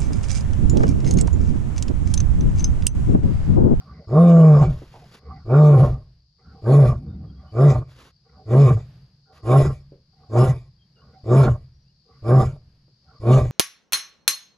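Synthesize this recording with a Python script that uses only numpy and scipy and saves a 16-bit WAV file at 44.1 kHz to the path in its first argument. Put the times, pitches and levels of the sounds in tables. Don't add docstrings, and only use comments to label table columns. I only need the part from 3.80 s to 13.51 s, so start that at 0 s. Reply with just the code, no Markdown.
import sys
import numpy as np
from scipy import signal
from scipy.fft import rfft, irfft, next_fast_len
from scipy.io import wavfile
from scipy.ndimage import uniform_filter1d, minimum_filter1d

SR = 44100
rng = np.random.default_rng(int(sys.argv[2]) if len(sys.argv) > 2 else 0)


def transcribe(u):
    v = np.clip(np.atleast_2d(u).T, -1, 1)
    q = np.round(v * 32767).astype(np.int16)
    wavfile.write(sys.argv[1], SR, q)


N = 428211

# [start t/s, fraying after t/s, break after t/s, top pitch f/Hz, pitch at break f/Hz,
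#         held roughness 0-1, chest level/dB, throat level/dB, hiss level/dB, growl level/dB]
CALLS = [(.26, .44, 0.58, 171.8, 134.8, .38, -6, -17, -46.5, -23.5),
         (1.64, .25, 0.41, 151.2, 122.5, .45, -5.5, -15.5, -46.5, -24),
         (2.81, .18, 0.24, 145.9, 122.2, 0.54, -4.5, -14, -40, -25.5),
         (3.71, .15, 0.2, 146.5, 122.4, .55, -6, -15.5, -40, -27.5),
         (4.65, .18, 0.23, 141.5, 118.9, .5, -5, -14.5, -38.5, -28),
         (5.62, .14, 0.19, 138.6, 130.3, 0.66, -6.5, -13, -34, -25),
         (6.485, 0.12, 0.16, 131, 120.9, 0.7, -6, -13, -34.5, -29),
         (7.43, .15, 0.21, 137, 123.2, .6, -6, -13.5, -37.5, -24.5),
         (8.415, .14, 0.19, 133.8, 122, 0.7, -6.5, -14, -39, -25.5),
         (9.395, .15, 0.19, 132.9, 120.2, 0.7, -6.5, -15, -37, -24)]
# [f/Hz, greatest width/Hz, level/dB]
THROAT_MODES = [(217, 98, -2), (368.5, 28.8, -2), (442.8, 34, -3), (513, 27, -6.5), (600.5, 28, -2),
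                (670, 28, -8.5), (764.6, 18, -6.5), (908, 20, -12), (1089, 26, -8), (1166, 45, -8.5),
                (1370, 76, -17), (1549, 80, -25)]
MOUTH_MODES = [(1970, 75, 6.5), (2360, 140, 7.5), (2860, 370, -0.5), (3670, 170, 1), (4320, 480, -3.5),
               (5160, 410, -1), (6090, 880, -6.5), (6850, 760, -5.5), (9750, 890, -9), (10630, 1300, -18.5)]
# [level at start/dB re full, opening t/s, sag up to the break/dB, slope after it/(dB/s)]
CHEST_EFFORT = (-43, 0.16, -0.5, -320)
THROAT_EFFORT = (-47, 0.12, -6.5, -230)
HISS_EFFORT = (-38, 0.177, -3.5, -190)
ONSET_HZ, CLIMB_FROM_S, CLIMB_S, SAG_CURVE, TAIL_S = 108.17, .04, .13, 1.6, .45
BREAK_DB, BREAK_S, LINGER_S = -13.5, .04, 0.079
GROWL_UNDER_DB, GROWL_LINGER_S, GROWL_FALL_DB_PER_S = -17.5, 0.074, -240
ROUGH_ONSET, ROUGH_FRAYED, SETTLE_S, FRAY_S = .5, .9, .16, .08

# [start t/s, peak t/s, end t/s, rasp level/dB, rumble level/dB]
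BREATH_EVENTS = [(0, .13, .27, -48.5, -41), (1.358, 1.54, 1.65, -48.5, -37.5), (2.58, 2.72, 2.82, -52, -44),
                 (3.081, 3.27, 3.72, -62.5, -30.5), (3.53, 3.62, 3.72, -56.5, -55),
                 (4.441, 4.57, 4.66, -53.5, -50), (5.45, 5.58, 5.64, -54.5, -56),
                 (6.319, 6.42, 6.5, -59, -57), (7.15, 7.3, 7.44, -55, -52),
                 (8.24, 8.33, 8.42, -59.5, -59.5), (9.22, 9.32, 9.4, -57.5, -57)]
# [f/Hz, greatest width/Hz, level/dB]
INHALE_MODES = [(238, 360, -8.5), (458, 240, -2.5), (588, 140, -8.5), (763, 27, -3), (1160, 250, -8.5),
                (1390, 83, -12), (2076, 900, -25.5)]
BREATH_IN_DB, BREATH_OUT_DB = -17, -11.5

# [start t/s, peak t/s, end t/s, level between 2.2 and 4 kHz/dB]
RUSTLE_EVENTS = [(0.858, .92, 1.12, -61.5), (1.001, 1.22, 1.4, -66), (1.112, 1.133, 1.19, -62),
                 (1.308, 1.342, 1.4, -58), (1.962, 2.009, 2.16, -55.5), (4.07, 4.117, 4.16, -65.5),
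                 (4.14, 4.206, 4.32, -59), (5.518, 5.57, 5.62, -66.5)]
# [f/Hz, spectral level/dB]
CLOTH_SPECTRUM = [(88, -30), (150, -11), (533, -16), (628, -21.5), (1130, -17), (2150, -21.5), (3870, -23),
                  (7220, -31), (8520, -42.5), (10600, -32.5), (12100, -36), (15700, -76.5), (22000, -120)]
RUSTLE_IN_DB, RUSTLE_OUT_DB = -10.5, -13.5

# [start t/s, level before halving/dB, f/Hz, decay by 60 dB t/s]
BUMPS = [(1.017, -32, 148, 0.13), (1.14, -34, 804, 0.22), (1.219, -39.5, 711, 0.17),
         (3.437, -37.5, 166.2, 0.12), (6.118, -38, 487, 0.22), (9.079, -50, 139.7, 0.1)]
# [start t/s, length t/s, first f/Hz, middle f/Hz, last f/Hz, level/dB]
BIRD_WHISTLES = [(3.27, 0.098, 3600, 3670, 3660, -76), (3.457, 0.065, 3300, 3250, 3245, -74),
                 (3.55, .09, 3230, 3300, 3250, -75), (3.66, 0.067, 2900, 3000, 2980, -71),
                 (6.98, .09, 3270, 3210, 3220, -74), (7.147, 0.084, 3080, 2800, 3130, -67),
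                 (7.906, 0.18, 5370, 5780, 5420, -82), (8.039, 0.082, 2550, 2750, 3000, -79.5)]

# [f/Hz, chirp rate/(1/s), chirp length t/s, level/dB re chorus before gating]
CRICKET_SINGERS = [(4670, 4.6, 0.052, 5), (5100, 1.1, 0.084, 5.5), (4440, 1.8, 0.17, -2)]
CHIRP_HZ, CHIRP_WIDTH_HZ, STROKES_PER_S = 4710, 450, 50
CRICKET_DB, DUCK_DB, DUCK_S, RECOVER_S = -64, -6, 0.36, 0.37

# [f/Hz, relative spectral level/dB]
NIGHT_SPECTRUM = [(15, -70), (25, -40), (48, -10), (101, -14.5), (134, -1), (237, -23), (349, -30),
                  (1440, -41.5), (1730, -41), (2020, -44), (4990, -45.5), (8580, -66), (12000, -56),
                  (15600, -87.5), (22000, -120)]
NIGHT_DB = -59.5

# [f/Hz, decay by 60 dB t/s]
CABIN_DECAY = [(60, 1), (140, 0.43), (300, 0.067), (1000, .18), (3000, 0.059), (8000, 0.034)]
# [f/Hz, level/dB]
ECHO_STRENGTH = [(60, -9), (140, -7), (500, -4), (1200, 0.5), (2500, 13), (6000, 2), (11000, -1.5)]
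# [f/Hz, phase/rad]
PORT_LEAD = [(0, .04), (220, .05), (400, .4), (700, .3), (1030, .6), (1380, -.7), (2330, 1.5), (2840, 1.2),
             (4480, .8), (5250, 1.2), (5600, 0), (7490, 0), (8400, 3.0), (9400, 2.4), (9820, .7)]
# [f/Hz, left minus right level/dB]
PORT_BALANCE = [(60, 1), (140, -6), (350, 0.5), (840, -3), (2010, -2.5), (4830, 5.5), (11600, 1)]
EDGE_HZ, CEILING_DB = 12170, -4


def gain_of(db):
    return 10 ** (np.asarray(db) / 20)


def evened(x):
    return x / np.sqrt(np.mean(x ** 2) + 1e-20)


def read(points, hz):
    f, value = np.transpose(points)
    return np.interp(np.log(hz + 1), np.log(f + 1), value)


def add(mix, s, sound):
    part = mix[max(round(s * SR), 0):][:len(sound)]
    part += sound[:len(part)]


def filtered(x, response):
    size = next_fast_len(x.shape[-1] + 8192)
    return irfft(rfft(x, size) * response(np.fft.rfftfreq(size, 1 / SR)), size)[..., :x.shape[-1]]


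def rung(x, modes):
    return evened(filtered(x, lambda hz: sum(gain_of(db) * (-1) ** k / (1 + 1j * (hz - f) / abs(w)) ** 2
                                             for k, (f, w, db) in enumerate(modes))))


def drift(count, per_s):
    size = int(SR / per_s)
    return evened(uniform_filter1d(uniform_filter1d(rng.standard_normal(count), size), size))


def call(start, frays, breaks, top_hz, break_hz, held, chest_db, throat_db, hiss_db, growl_db):
    t = np.arange(0, breaks + TAIL_S, 1 / SR)
    count = len(t)

    topped = CLIMB_FROM_S + CLIMB_S
    climb = np.clip((t - CLIMB_FROM_S) / CLIMB_S, 0, 1)
    sag = np.clip((t - topped) / max(breaks - topped, BREAK_S), 0, 1)
    hz = ONSET_HZ + (top_hz - ONSET_HZ) * np.sin(np.pi / 2 * climb)
    hz = hz - (top_hz - break_hz) * sag ** SAG_CURVE

    settling = np.interp(t, [0, SETTLE_S], [ROUGH_ONSET, held])
    fraying = np.interp(t, [frays, frays + FRAY_S], [0, ROUGH_FRAYED])
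    rough = np.maximum(settling, fraying)

    chest_db = chest_db + effort(t, breaks, *CHEST_EFFORT, LINGER_S)
    chest_db = chest_db + BREAK_DB * np.clip((t - breaks) / BREAK_S + .5, 0, 1)
    throat_db = throat_db + effort(t, breaks, *THROAT_EFFORT)
    hiss_db = hiss_db + effort(t, breaks, *HISS_EFFORT)
    growl_db = growl_db + GROWL_UNDER_DB * np.clip((breaks - t) / max(breaks - frays, BREAK_S), 0, 1)
    growl_db = growl_db + GROWL_FALL_DB_PER_S * np.maximum(t - breaks - GROWL_LINGER_S, 0)

    jitter = (.04 * rough ** 2 + .18 * rough ** 12) * drift(count, 90)
    turns = np.cumsum(hz * (1 + jitter)) / SR
    chest = np.sqrt(2) * np.sin(2 * np.pi * turns) * gain_of(6 * rough ** 6 * drift(count, 60))

    pulses = 0.23 * np.cos(4 * np.pi * turns)
    for k in range(3, 12):
        pulses += np.cos(2 * np.pi * k * turns) * np.exp(-(k / 6) ** 2)
    pulses = pulses * (1 + .6 * rough * drift(count, 25) * np.cos(np.pi * turns))
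    puffs = (.5 + np.exp(-(turns % 1) / 0.9)) * rng.standard_normal((2, count))

    clear = steadied(rung(pulses, THROAT_MODES))
    rasp = steadied(wavering(puffs[0], THROAT_MODES, 3.3))
    rasp = rasp * gain_of((1.5 + 5 * rough ** 6) * drift(count, 70))
    throat = np.sqrt(1 - rough ** 2) * clear + rough * rasp
    hiss = wavering(puffs[1], MOUTH_MODES, 2.9) * gain_of(3 * rough * drift(count, 40))
    growl = steadied(rung(rng.standard_normal(count), [(72.0, 32, 0)]))

    voice = gain_of(chest_db) * chest + gain_of(throat_db) * throat
    voice = voice + gain_of(hiss_db) * hiss + gain_of(growl_db) * growl
    return start, voice * signal.windows.tukey(count, .03)


def effort(t, breaks, start_db, open_s, sag_db, fall_db_per_s, linger_s=0):
    opening = start_db * np.maximum(1 - t / open_s, 0) ** 2
    sag = sag_db * np.minimum(t / breaks, 1) ** 2
    return opening + sag + fall_db_per_s * np.maximum(t - breaks - linger_s, 0)


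def wavering(x, modes, waver_db):
    total = np.zeros(len(x))
    for f, width, db in modes:
        width = min(width, 15 + .04 * f + 1.2e-5 * f ** 2)
        level = gain_of(db + waver_db * drift(len(x), 18))
        total += level * np.sqrt(width) * rung(x, [(f, width, 0)])
    return evened(total)


def steadied(x):
    return x / np.sqrt(uniform_filter1d(x ** 2, 3000) + 1e-3)


def breath(start, peak, end, rasp_db, rumble_db):
    t, shape_db = swell(start, peak, end, BREATH_IN_DB, BREATH_OUT_DB)
    air = rng.standard_normal((2, len(t))) * gain_of(1.5 * drift(len(t), 80))
    rasp = gain_of(rasp_db) * wavering(air[0], INHALE_MODES, 7.3)
    rumble = gain_of(rumble_db + shape_db) * rung(air[1], [(70, 9.9, 3.5), (159.0, 60, -8)])
    return t[0], (rasp + rumble) * gain_of(shape_db) * signal.windows.tukey(len(t), .15)


def swell(start, peak, end, in_db, out_db):
    t = np.arange(max(start, 0), end, 1 / SR)
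    rise = in_db * ((peak - t) / (peak - start)) ** 2
    fall = out_db * ((t - peak) / (end - peak)) ** 2
    return t, np.where(t < peak, rise, fall)


def rustle(start, peak, end, level_db):
    t, shape_db = swell(start, peak, end, RUSTLE_IN_DB, RUSTLE_OUT_DB)
    slips = rng.standard_normal(len(t)) * gain_of(2 * drift(len(t), 150))
    sound = filtered(slips, lambda hz: gain_of(read(CLOTH_SPECTRUM, hz)))
    middle = filtered(sound, lambda hz: (hz > 2200) & (hz < 4000))
    return t[0], gain_of(level_db + shape_db) * sound / middle.std() * signal.windows.tukey(len(t), .2)


def knock(start, level_db, hz, t60):
    t = np.arange(6000) / SR
    ring = rung(rng.standard_normal(6000), [(135, 60, 0), (hz, 120, 0), (350, 300, -8)])
    return start, gain_of(level_db - 60 * t / t60) * ring / 2 * np.minimum(t / .003, 1)


def whistle(start, length, first_hz, middle_hz, last_hz, level_db):
    u = np.arange(0, length, 1 / SR) / length
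    hz = first_hz * (1 - u) * (1 - 2 * u) + middle_hz * 4 * u * (1 - u) + last_hz * u * (2 * u - 1)
    level = gain_of(level_db + 4 * drift(len(u), 60))
    tone = np.sqrt(2) * np.sin(2 * np.pi * np.cumsum(hz) / SR)
    return start, level * tone * signal.windows.tukey(len(u), .6)


def ports(x):
    side = np.array([[.5], [-.5]])

    def response(hz):
        tilt_db = read(PORT_BALANCE, hz) * np.clip(hz / 300 - 1, 0, 1)
        lead = np.interp(hz, *np.transpose(PORT_LEAD))
        return gain_of(side * tilt_db) * np.exp(1j * side * lead)
    return filtered(x, response)


def cabin(x):
    taps = np.zeros((3, SR))
    at = np.arange(100, SR - 20, 20) + rng.integers(0, 20, (3, (SR - 101) // 20))
    np.put_along_axis(taps, at, rng.choice([-1., 1.], at.shape), 1)
    hz, t, bands = signal.stft(taps, SR, nperseg=1024)
    apart = np.clip(hz / 500 - .4, 0, 1)[:, None]
    bands = np.sqrt(1 - apart ** 2) * bands[0] + apart * bands[1:]
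    bands = bands * gain_of(-60 * t / read(CABIN_DECAY, hz)[:, None])
    bands = bands * gain_of(read(ECHO_STRENGTH, hz))[:, None]
    tail = signal.istft(bands, SR, nperseg=1024)[1]
    return signal.fftconvolve(x[None], tail / 30, axes=1)[:, :N]


def crickets():
    t = np.arange(N) / SR
    near, far = rung(rng.standard_normal((2, N)), [(CHIRP_HZ, CHIRP_WIDTH_HZ, 0)])
    strokes = np.maximum(np.sin(2 * np.pi * STROKES_PER_S * t), 0)
    for hz, per_s, length, db in CRICKET_SINGERS:
        gate = (t * per_s + rng.random()) % 1 < length * per_s
        singing = uniform_filter1d(1. * gate, 900)
        near = near + gain_of(db) * singing * strokes * rung(rng.standard_normal(N), [(hz, 90, 0)])
    return gain_of(ducked_db(t)) * np.array([near + .6 * far, 0.47 * near - 0.57 * far])


def ducked_db(t):
    break_times = np.array([start + breaks for start, frays, breaks, *rest in CALLS])
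    since = t - break_times[:, None]
    duck = (since > 0) * np.clip(1 - (since - DUCK_S) / RECOVER_S, 0, 1)
    return CRICKET_DB + DUCK_DB * duck.max(0)


def night():
    air = rng.standard_normal((3, N))
    colour = lambda hz: gain_of(read(NIGHT_SPECTRUM, hz))
    wide = lambda hz: colour(hz) * np.clip(hz / 1500 - .1, 0, 1)
    hush = filtered(air[0], colour) + filtered(air[1:], wide)
    return gain_of(NIGHT_DB + 4.5 * drift(N, 5.5)) * evened(hush)


def scene():
    near = np.zeros(N)
    sources = [(call, CALLS), (breath, BREATH_EVENTS), (rustle, RUSTLE_EVENTS),
               (whistle, BIRD_WHISTLES), (knock, BUMPS)]
    for make, table in sources:
        for row in table:
            add(near, *make(*row))
    return ports(near) + cabin(near) + crickets() + night()


def record(dry):
    peak_db = 20 * np.log10(-minimum_filter1d(-abs(dry).max(0), 600) + 1e-9)
    over_db = uniform_filter1d(np.maximum(peak_db - CEILING_DB, 0), 500)
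    held = dry / gain_of(.8 * over_db)
    low_pass = signal.firwin(1023, EDGE_HZ, window=("kaiser", 9), fs=SR)
    return signal.oaconvolve(held, low_pass[None], "same")


dry = scene()
out = record(dry)
transcribe(out)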